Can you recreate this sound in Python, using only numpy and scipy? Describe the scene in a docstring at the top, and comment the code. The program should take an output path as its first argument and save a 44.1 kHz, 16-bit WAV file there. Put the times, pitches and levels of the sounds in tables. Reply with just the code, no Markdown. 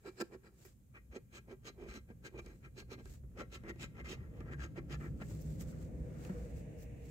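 """In a quiet room a coin scratches three boxes of a card ticket on a table, about seven strokes a second.
The crumbling coating drives the resonances of card and table top, close to two microphones.
After 5.2 s the hand slides off, nudging the ticket and bumping the table twice. Meanwhile a vehicle
outside swells to a soft rumble: its engine peaks at 5.5 s, its tyres follow, and its whine sinks."""
import sys
import numpy as np
from scipy import signal
from scipy.io import wavfile
from scipy.ndimage import uniform_filter1d

SR = 44100
rng = np.random.default_rng(int(sys.argv[2]) if len(sys.argv) > 2 else 0)


def dump(signal):
    """Clip the signal to [-1, 1] and save it as 16-bit WAV at the path in sys.argv[1]."""
    limited = np.clip(np.atleast_2d(signal).T, -1, 1)
    pcm = np.round(limited * 32767).astype(np.int16)
    wavfile.write(sys.argv[1], SR, pcm)


N = 313110
TIME = np.arange(N) / SR


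def from_db(db):
    """Decibels to gain."""
    return 10 ** (np.asarray(db) / 20)


def unit_rms(x):
    """Scale to rms 1."""
    return x / np.sqrt(np.mean(x ** 2) + 1e-20)


def at_hz(points, hz):
    """Interpolate on a log-frequency axis."""
    points_hz, values = np.transpose(points)
    return np.interp(np.log(hz), np.log(points_hz), values)


def butter(x, hz, kind, order=2):
    """Butterworth filter."""
    sos = signal.butter(order, np.minimum(hz, .47 * SR), kind, fs=SR, output="sos")
    return signal.sosfilt(sos, x)


def resonate(x, hz, width_hz):
    """Two-pole resonance, peak gain 1."""
    r = np.exp(-np.pi * width_hz / SR)
    feedback = [1, -2 * r * np.cos(2 * np.pi * hz / SR), r * r]
    return signal.lfilter(np.array([1, 0, -1]) * (1 - r * r) / 2, feedback, x + 1e-18)


def drift(rate_hz):
    """Smooth random curve, rms 1."""
    hop, settle = 40, 2000
    r = np.exp(-2 * np.pi * hop * rate_hz / SR)
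    white = rng.standard_normal(N // hop + settle + 2)
    slow = signal.lfilter([1], [1, -2 * r, r * r], white)[settle:]
    return np.interp(np.arange(N) / hop, np.arange(len(slow)), unit_rms(slow))


def wavering_tone(hz, width_hz):
    """Tone unsteady in phase and level, rms 1."""
    phase = 2 * np.pi * np.cumsum(hz) / SR
    return drift(width_hz) * np.sin(phase) + drift(width_hz) * np.cos(phase)


def stereo(pair, correlation, pan_db=0):
    """Mix two independent signals to left and right."""
    sides = np.array([[1], [-1]])
    mid = np.sqrt((1 + correlation) / 2) * pair[0]
    side = np.sqrt((1 - correlation) / 2) * pair[1]
    return (mid + side * sides) * from_db(sides * pan_db / 2)


def white_noise(correlation, pan_db=0):
    """Stereo white noise."""
    return stereo(rng.standard_normal((2, N)), correlation, pan_db)


# distant sound at the two microphones: f/Hz, left-right correlation
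CORRELATION = [(60, .95), (250, 0.76), (500, 0.33), (1000, -0.52), (1800, 0.11), (4000, -0.024),
               (15000, -0.033)]


def coloured_noise(spectrum):
    """Stereo noise shaped in roughly third-octave bands, rms 1."""
    low_hz, high_hz = spectrum[0][0], spectrum[-1][0]
    edges_hz = np.geomspace(low_hz, high_hz, int(3 * np.log2(high_hz / low_hz)) + 2)
    white, mid_side = rng.standard_normal((2, 2, N)), np.zeros((2, N))
    for k, band in enumerate(zip(edges_hz, edges_hz[1:])):
        hz = np.sqrt(band[0] * band[1])
        correlation = at_hz(CORRELATION, hz)
        gains = from_db(at_hz(spectrum, hz)) * np.sqrt([[1 + correlation], [1 - correlation]])
        mid_side += gains * butter(white[k % 2], band, "band")
    return unit_rms(stereo(mid_side, 0))


def pushes(rows, sharpness=1, stick_db=0):
    """Force that swells and fades for each row (t/s, length/s, level/dB); sharper is briefer."""
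    rise_share, roundness, end_drop_db = 0.58, 1.86, 20.5
    slip_from, slip_to = -0.41, 0.35  # lengths from the peak; outside, the contact sticks
    power = np.zeros(N)
    for s, length_s, db in rows:
        near = slice(max(int((s - 2 * length_s) * SR), 0), int((s + 2 * length_s) * SR))
        lag = (TIME[near] - s) / length_s
        away = np.abs(lag / np.where(lag < 0, rise_share, 1 - rise_share)) ** roundness
        stuck = (lag < slip_from) | (lag > slip_to)
        power[near] += from_db(db - end_drop_db * sharpness * away - stick_db * stuck) ** 2
    return np.sqrt(power)


def impulses(rows):
    """One impulse for each row (t/s, level/dB)."""
    hits = np.zeros(N)
    for s, db in rows:
        hits[int(s * SR)] = from_db(db)
    return hits


# room air and microphone hiss: f/Hz, relative density/dB
AIR_SPECTRUM = [(30, -5), (200, 22), (400, -1), (900, 7.5), (2200, 2), (3500, -1), (5500, -2), (7600, 8),
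                (9000, 2.5), (15500, 4.5)]
# slow wander under the hiss: f/Hz (sets a constant phase only), level/dB
WANDER = [(61, -66), (117, -66), (210, -71)]


def quiet_room():
    """Steady hiss over a faint subsonic wander."""
    air = from_db(-79) * coloured_noise(AIR_SPECTRUM)
    return air + sum(from_db(db) * wavering_tone(hz, width_hz=2.3) for hz, db in WANDER)


# vehicle, by part: peak t/s, level/dB, half width/s, loss per tenfold distance/dB
VEHICLE_PARTS = {"rumble": (5.5, -49, 1.5, 31.5), "drone": (5.5, -47.5, 1.16, 28),
                 "roar": (6, -54.5, 0.98, 36.5), "tyre hiss": (6.5, -60, 0.72, 40),
                 "tread": (7, -73.5, 0.7, 47), "engine": (5.5, -48, 0.71, 29.5),
                 "whine": (6.5, -57, 0.41, 28.5)}


def passing(part):
    """Gain of a vehicle part, falling with distance either side of its peak."""
    s, db, width_s, loss_db = VEHICLE_PARTS[part]
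    distance = np.hypot(1, (TIME - s) / width_s)
    return from_db(db - loss_db * np.log10(distance))


# broad vehicle noises: f/Hz, relative density/dB
RUMBLE_SPECTRUM = [(25, -15.5), (40, -11), (60, 6), (80, -11.5), (110, -14.5), (160, -44)]
DRONE_SPECTRUM = [(70, -17), (110, -1), (150, -5.5), (200, -8.5), (260, -15), (380, -62)]
ROAR_SPECTRUM = [(170, -6.5), (260, 9), (350, 0), (500, 0.5), (650, -12.5), (850, -39), (1200, -18.5)]
TYRE_HISS_SPECTRUM = [(420, -7), (600, 19), (750, 7), (900, 0.5), (1100, -19), (1500, -5), (2000, 5),
                      (2700, -17), (3400, -12.5), (5000, -21.5), (7600, -3.5), (9000, -27)]


def vehicle_noise():
    """Heard through the wall: rumble and drone peak first, then the tyres."""
    rumble = passing("rumble") * coloured_noise(RUMBLE_SPECTRUM) * from_db(0.5 + 2.16 * drift(9.3))
    drone = passing("drone") * coloured_noise(DRONE_SPECTRUM) * from_db(-1 + 0.93 * drift(10))
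    roar = passing("roar") * coloured_noise(ROAR_SPECTRUM)
    hiss = from_db(-3.5) * passing("tyre hiss") * coloured_noise(TYRE_HISS_SPECTRUM)
    tread = passing("tread") * unit_rms(butter(white_noise(0.1), (1850, 2850), "band", order=4))
    return rumble + drone + roar + hiss + tread


# engine firing rate: t/s, f/Hz
FIRING_RATE = [(0, 114.2), (4, 128.2), (4.7, 142.7), (5.6, 157.2), (7.1, 152)]


def engine():
    """Firing tone and its octave; the engine speeds up on approach."""
    firing_hz = np.interp(TIME, *np.transpose(FIRING_RATE))
    fundamental = wavering_tone(firing_hz, width_hz=9.7)
    octave = from_db(-16.5) * wavering_tone(2 * firing_hz, width_hz=9.5)
    return passing("engine") * (fundamental + octave)


def whine():
    """Doppler shift lowers the whine as the vehicle goes by."""
    rest_hz, mach, pass_s, half_width_s = 491, 0.057, 6.3, 0.55
    receding = (TIME - pass_s) / np.hypot(TIME - pass_s, half_width_s)
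    return passing("whine") * wavering_tone(rest_hz / (1 + mach * receding), width_hz=18.4)


def reflections(x, t60_s, first_s):
    """Diffuse tail of a small furnished room."""
    t = np.arange(SR // 2) / SR
    tail = rng.standard_normal((2, len(t))) * from_db(-60 * t / t60_s) * (t > first_s)
    tail /= np.sqrt(np.sum(tail ** 2, axis=1, keepdims=True))
    return butter(signal.fftconvolve(x, tail, axes=1)[:, :N], 8500, "low", order=1)


# heel of the hand shifting, hand dragging off: peak t/s, length/s, level/dB
HAND_SHIFTS = [(1.92, 0.47, -53.5), (2.46, .3, -55), (3.15, 0.78, -54.5), (5.05, .5, -54), (6.8, 0.33, -60)]
HAND_DRAGS = [(5.75, 0.53, -71), (6.3, 0.61, -65.5)]
# drag rustle: f/Hz, relative density/dB
DRAG_SPECTRUM = [(600, 3), (900, -1), (1300, 4), (2000, -2), (2800, -8), (3400, -19), (5000, -14),
                 (7700, -17), (9000, -32)]


def hand_on_table():
    """The table rumbles under the shifting hand and rustles as it drags away."""
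    rumble = pushes(HAND_SHIFTS) * coloured_noise(RUMBLE_SPECTRUM)
    rustle = pushes(HAND_DRAGS) * coloured_noise(DRAG_SPECTRUM) * from_db(0.78 * drift(40))
    return rumble + rustle


# hand bumping the table: t/s, peak level/dB
HAND_BUMPS = [(5.613, -42.5), (6.297, -31.5)]


def hand_bumps():
    """Dull thuds ring the table's lowest mode."""
    mode_hz, width_hz = 183.7, 15
    ring = resonate(impulses(HAND_BUMPS), mode_hz, width_hz) * SR / (2 * np.pi * width_hz)
    return butter(ring, 360, "low")


# skin over card and table: peak t/s, length/s, level/dB
SKIN_BRUSHES = [(0.12, 0.71, -78.5), (0.66, 0.22, -68), (2.51, 0.41, -78.5), (3.115, 0.2, -64),
                (5.05, .22, -70), (5.335, 0.33, -65), (5.52, .36, -66.5), (5.622, 0.071, -58.5),
                (5.7, 0.13, -65.5), (5.825, 0.21, -68), (6.08, 0.93, -81), (6.26, 0.22, -65.5),
                (6.45, 0.44, -70), (6.59, .13, -69), (6.82, 0.1, -68), (7.08, 0.19, -69)]
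# brief high swishes, the coin's hard catch at 0.21 s, then skin on the card: t/s, half length/s, level/dB
HIGH_SWISHES = [(0.213, 0.0095, -54.5), (0.656, .012, -63.5), (5.417, 0.015, -64), (5.615, 0.0099, -58),
                (6.59, .025, -77), (6.816, 0.034, -68.5)]
# their spectra: f/Hz, relative density/dB
SKIN_SPECTRUM = [(300, 12), (900, -0.5), (2200, -0.5), (3500, -5), (5500, -0.5), (6500, -7), (7700, 6),
                 (9000, -26), (11000, -4), (13500, -12.5), (16000, 3)]
SWISH_SPECTRUM = [(5000, -2), (9500, -10), (13000, -7), (16000, 0)]


def brushes_and_swishes():
    """Fine-grained friction: skin brushes, and brief high swishes from the coin's catch, then skin."""
    grain = from_db(1.5 * drift(33) + 1.4 * drift(250))
    brush = from_db(0.5) * pushes(SKIN_BRUSHES) * coloured_noise(SKIN_SPECTRUM)
    swish = sum(from_db(db) * np.exp(-((TIME - s) / half_s) ** 2) for s, half_s, db in HIGH_SWISHES)
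    return (brush + swish * coloured_noise(SWISH_SPECTRUM)) * grain


# light taps of coin and fingers: t/s, level/dB, hardness/dB
LIGHT_TAPS = [(0.257, -89, 21), (0.65, -60, -0.5), (2.266, -62, 8), (2.461, -59, 8.5), (3.056, -58, 6.5),
              (3.235, -71.5, -14), (3.636, -66, 0), (3.758, -64, -2), (4.045, -65, 0), (4.405, -56, -4),
              (5.216, -52, -10), (5.309, -62, -7), (5.407, -77, 13), (5.609, -61.5, 9), (5.726, -67, -10),
              (6.249, -57, 7.5), (6.294, -58.5, -19)]


def tap_force(brightness, decay_s):
    """Instant onset, fast decay; positive brightness favours hard taps, negative soft ones."""
    hits = impulses((s, db + brightness * hardness_db) for s, db, hardness_db in LIGHT_TAPS)
    return signal.lfilter([1], [1, -np.exp(-1 / (decay_s * SR))], hits + 1e-18)


# coin on boxes 1-3: start t/s, end t/s
BOX_SPANS = [(0, 0.6), (0.9, 3.05), (3.3, 5.25)]


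def by_box(values):
    """Hold one value on each box and glide between boxes."""
    return np.interp(TIME, np.ravel(BOX_SPANS), np.repeat(values, 2))


# card on table: f/Hz, width/Hz, level/dB from box 1, 2, 3, left minus right/dB, left lag/ms
TABLE_MODES = [(220.5, 62, -7, -5.5, -11, -0.5, 0.3), (343.4, 30.6, -3.5, -8.5, -6.5, -4, 0.07),
               (379, 38.6, 0.5, -4, -13, -4.5, 0.06), (459, 36, -9, -12.5, -11.5, 0, 0.03),
               (566, 34, -34, -23.5, -19.5, 10.5, 0.39), (841, 56, -23.5, -32.5, -27.5, 14, 0.32),
               (1108, 22, -18, -28.5, -19, 0.5, 0.07), (1196, 35.0, -31, -14.5, -16, -2.5, 0.22),
               (1337.5, 64, -16.5, -17, -11.5, 6, 0.12), (1609, 65, -14.5, -13.5, -17, 10.5, 0.26),
               (1725, 51, -16, -43, -16.5, -2.5, 0.43), (1907, 56, -12, -17.5, -11, 3.5, 0.35),
               (2104, 25, -59, -12.5, -11, 1, 0.3), (2345, 52, -14, -16.5, -24.5, -4, 0.01),
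               (2420, 71, -20.0, -14, -18, -0.5, 0.21), (2664, 24, -29, -26, -33.5, 2.5, 0.28),
               (3020, 24, -26, -29, -51, -0.5, 0.11), (3163, 170, -40, -20, -28, -8, 0.41),
               (3780, 170, -47, -29.5, -32, -5, 0.21), (4030, 58, -28, -23, -35.5, -13, 0.24),
               (4290, 70, -32, -25, -36, -14.5, 0.11), (4700, 380, -28.5, -30, -34.5, -4, 0.17),
               (5050, 240, -33, -35.5, -36.5, -16, 0.21), (5766, 280, -37, -25, -33, -2.5, 0.13),
               (6550, 260, -52, -23, -29.5, 1.5, 0.32), (6970, 175, -52, -42, -32, 5.5, 0.13),
               (7100, 210, -30, -36.5, -35.5, 4, 0.17), (7800, 410, -33, -33, -40, -17, 0.3)]


def table_top(force, low_hz, high_hz, correlation):
    """Each grain kicks each mode in range at a random strength; the coin's place weights the modes."""
    out, box_power = np.zeros((2, N)), 0
    active = np.flatnonzero(np.abs(force) > 1e-7)
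    noise = rng.standard_normal((2, 2 * N))
    for hz, width_hz, *box_db, pan_db, lag_ms in TABLE_MODES:
        if low_hz <= hz < high_hz:
            grip_db = 2.75 * drift(4.14) - 0.84  # the grip shifts from stroke to stroke
            drive = force * from_db(by_box(box_db) + grip_db)
            strengths = stereo(noise[:, active + rng.integers(N)], correlation, pan_db)
            kicks = np.zeros((2, N))
            kicks[:, active] = strengths * drive[active]
            kicks[0] = np.roll(kicks[0], round(lag_ms * SR / 1000))
            out += resonate(kicks, hz, width_hz)
            box_power += from_db(box_db) ** 2 * np.pi * width_hz / SR
    return out / np.sqrt(by_box(box_power))


def grains(per_s, spread_db, clump_db, clump_hz):
    """Tiny fractures, random and in clumps, rms 1."""
    sizes = from_db(spread_db * np.minimum(rng.exponential(1, N), 4))
    breaks = rng.random(N) < per_s / SR
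    return unit_rms(sizes * breaks * from_db(clump_db * drift(clump_hz)))


# coin strokes: peak t/s, length/s, rasp level/dB, knock over rasp/dB, hiss over rasp/dB
COIN_STROKES = [(0.079, 0.085, -54, 5.5, -9), (0.206, 0.092, -55.5, 6, -4), (0.213, 0.035, -41.5, 4, -6),
                (0.34, 0.072, -59, 10, -10.5), (0.466, 0.09, -63, 1, -11), (0.969, 0.071, -57, -2, -20.5),
                (1.134, 0.059, -59.5, 2, -17), (1.165, 0.052, -54.5, 7, -8), (1.364, 0.1, -55, 0, -4),
                (1.517, 0.094, -60.0, 11.5, -11.5), (1.679, 0.086, -53, -0.5, -3.5),
                (1.833, 0.139, -60, 10.5, -13.5), (1.903, 0.088, -54.5, 0, -8.5),
                (1.958, 0.11, -54.0, -1.5, -6), (2.106, 0.069, -68, 10, -12.5),
                (2.266, 0.071, -55.5, 3, -4), (2.363, 0.08, -61.5, 15.5, -17),
                (2.393, 0.044, -51.5, 4.5, -10.5), (2.493, 0.2, -67, 9.5, -8),
                (2.656, 0.074, -59.5, 1.5, -14.5), (2.798, 0.09, -55.5, 2, -2.5),
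                (2.931, 0.082, -51.5, 4, -5.5), (3, 0.066, -61.5, 9, -9.5),
                (3.405, 0.085, -47.5, 5.5, -14.5), (3.55, 0.085, -54.5, 1.5, -2.5),
                (3.673, 0.1, -57.5, 7.5, -20), (3.699, 0.057, -49, 0.5, -10.5), (3.831, 0.1, -52, -3.5, -2),
                (3.977, 0.084, -58, 5, -17), (4.003, 0.057, -51.5, 1.5, -16.5),
                (4.065, 0.058, -52.5, 0.5, -10.5), (4.118, 0.12, -52.5, 4.5, -2.5),
                (4.23, 0.21, -64, 5, -24), (4.388, 0.19, -65.5, 12, -16), (4.488, 0.099, -60, 7.5, -23),
                (4.533, 0.06, -50.5, -2.5, -17), (4.634, 0.12, -50.0, -2.5, -12),
                (4.781, 0.061, -49, 3, -17.5), (4.932, 0.09, -47.5, -1.5, -9.5),
                (5.015, 0.038, -52.5, 1, -27), (5.053, 0.1, -53, 2.5, -25),
                (5.219, 0.049, -50.5, -1.5, -17)]
# faint steady rub of the resting hand during boxes 1-3: level/dB
HAND_RUB_DB = [-80, -87, -76]


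def stroke_force(offset_db, sharpness, rub_db):
    """Strokes, held back until the coin breaks loose, over the faint rub of the resting hand."""
    rub = sum(from_db(db + rub_db) * ((TIME >= start_s) & (TIME < end_s))
              for (start_s, end_s), db in zip(BOX_SPANS, HAND_RUB_DB))
    s, length_s, db = np.transpose(COIN_STROKES)[:3]
    strokes = pushes(zip(s, length_s, db + offset_db), sharpness, stick_db=4)
    return np.hypot(strokes, uniform_filter1d(rub, size=SR // 10))


# fresh coating breaking away on boxes 1-3: relative level/dB
BOX_CRUNCH_DB = [4, 5, 11]


def coin():
    """The rim catches, slips and crumbles the coating: knock, rasp, hiss and a fizz of flakes."""
    slips = grains(per_s=2500, spread_db=2.5, clump_db=3, clump_hz=126)
    crumbs = grains(per_s=6000, spread_db=3, clump_db=1, clump_hz=240)
    knock_db, hiss_db = np.transpose(COIN_STROKES)[3:]
    # brighter parts need more pressure, so they are briefer
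    knock_force = slips * stroke_force(knock_db, sharpness=0.84, rub_db=2)
    knock_force += from_db(11.5) * tap_force(brightness=-0.54, decay_s=0.0036)
    rasp_force = from_db(-2.02) * crumbs * stroke_force(0, sharpness=1.05, rub_db=-2.5)
    rasp_force += from_db(-1) * tap_force(brightness=0, decay_s=0.012)
    hiss_force = from_db(-0.66) * crumbs * stroke_force(hiss_db, sharpness=1.36, rub_db=-14)
    hiss_force += from_db(-7) * tap_force(brightness=0.8, decay_s=0.0028)
    crack_force = tap_force(brightness=0.95, decay_s=0.0012)

    knock_top_hz, rasp_top_hz = 700, 3100
    knock = table_top(knock_force, 0, knock_top_hz, correlation=1)
    rasp = table_top(rasp_force, knock_top_hz, rasp_top_hz, correlation=1)
    hiss = table_top(hiss_force, rasp_top_hz, SR, correlation=0.75)
    body = butter(knock, (130, 1200), "band")
    body += butter(rasp, (550, 3400), "band", order=4)
    body += butter(hiss, (2400, 8400), "band", order=6)

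    crunch = resonate(hiss_force * white_noise(-0.29), hz=2590, width_hz=380)
    crunch *= from_db(7.5 + by_box(BOX_CRUNCH_DB))
    flakes = hiss_force * white_noise(0.084, pan_db=-1.5)
    fizz = from_db(-11.5) * butter(flakes, 7500, "high")
    fizz += from_db(-8.5) * resonate(flakes, hz=13200, width_hz=700)
    card_rasp = from_db(2.5) * butter(rasp_force * white_noise(0.19, pan_db=2.5), (500, 1150), "band")
    grit = from_db(-2.5) * butter(hiss_force * white_noise(0.3, pan_db=1), (2700, 3900), "band")
    crack = from_db(-1) * butter(crack_force * white_noise(0.4), (3500, 9500), "band")
    return body + card_rasp + grit + crack + crunch + fizz


def scene():
    """Coin and hand close by, the room around them, the street beyond."""
    near = coin() + brushes_and_swishes() + hand_bumps()
    room = from_db(-22) * reflections(near, t60_s=0.21, first_s=0.026)
    return near + room + hand_on_table() + vehicle_noise() + engine() + whine() + quiet_room()


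def record(dry):
    """Band limit: drops the deepest bass and the top."""
    low_hz, high_hz = 31, 15750
    no_bass = butter(dry, low_hz, "high", order=4)
    return signal.sosfilt(signal.ellip(12, .1, 80, high_hz, fs=SR, output="sos"), no_bass)


dry = scene()
out = record(dry)
dump(out)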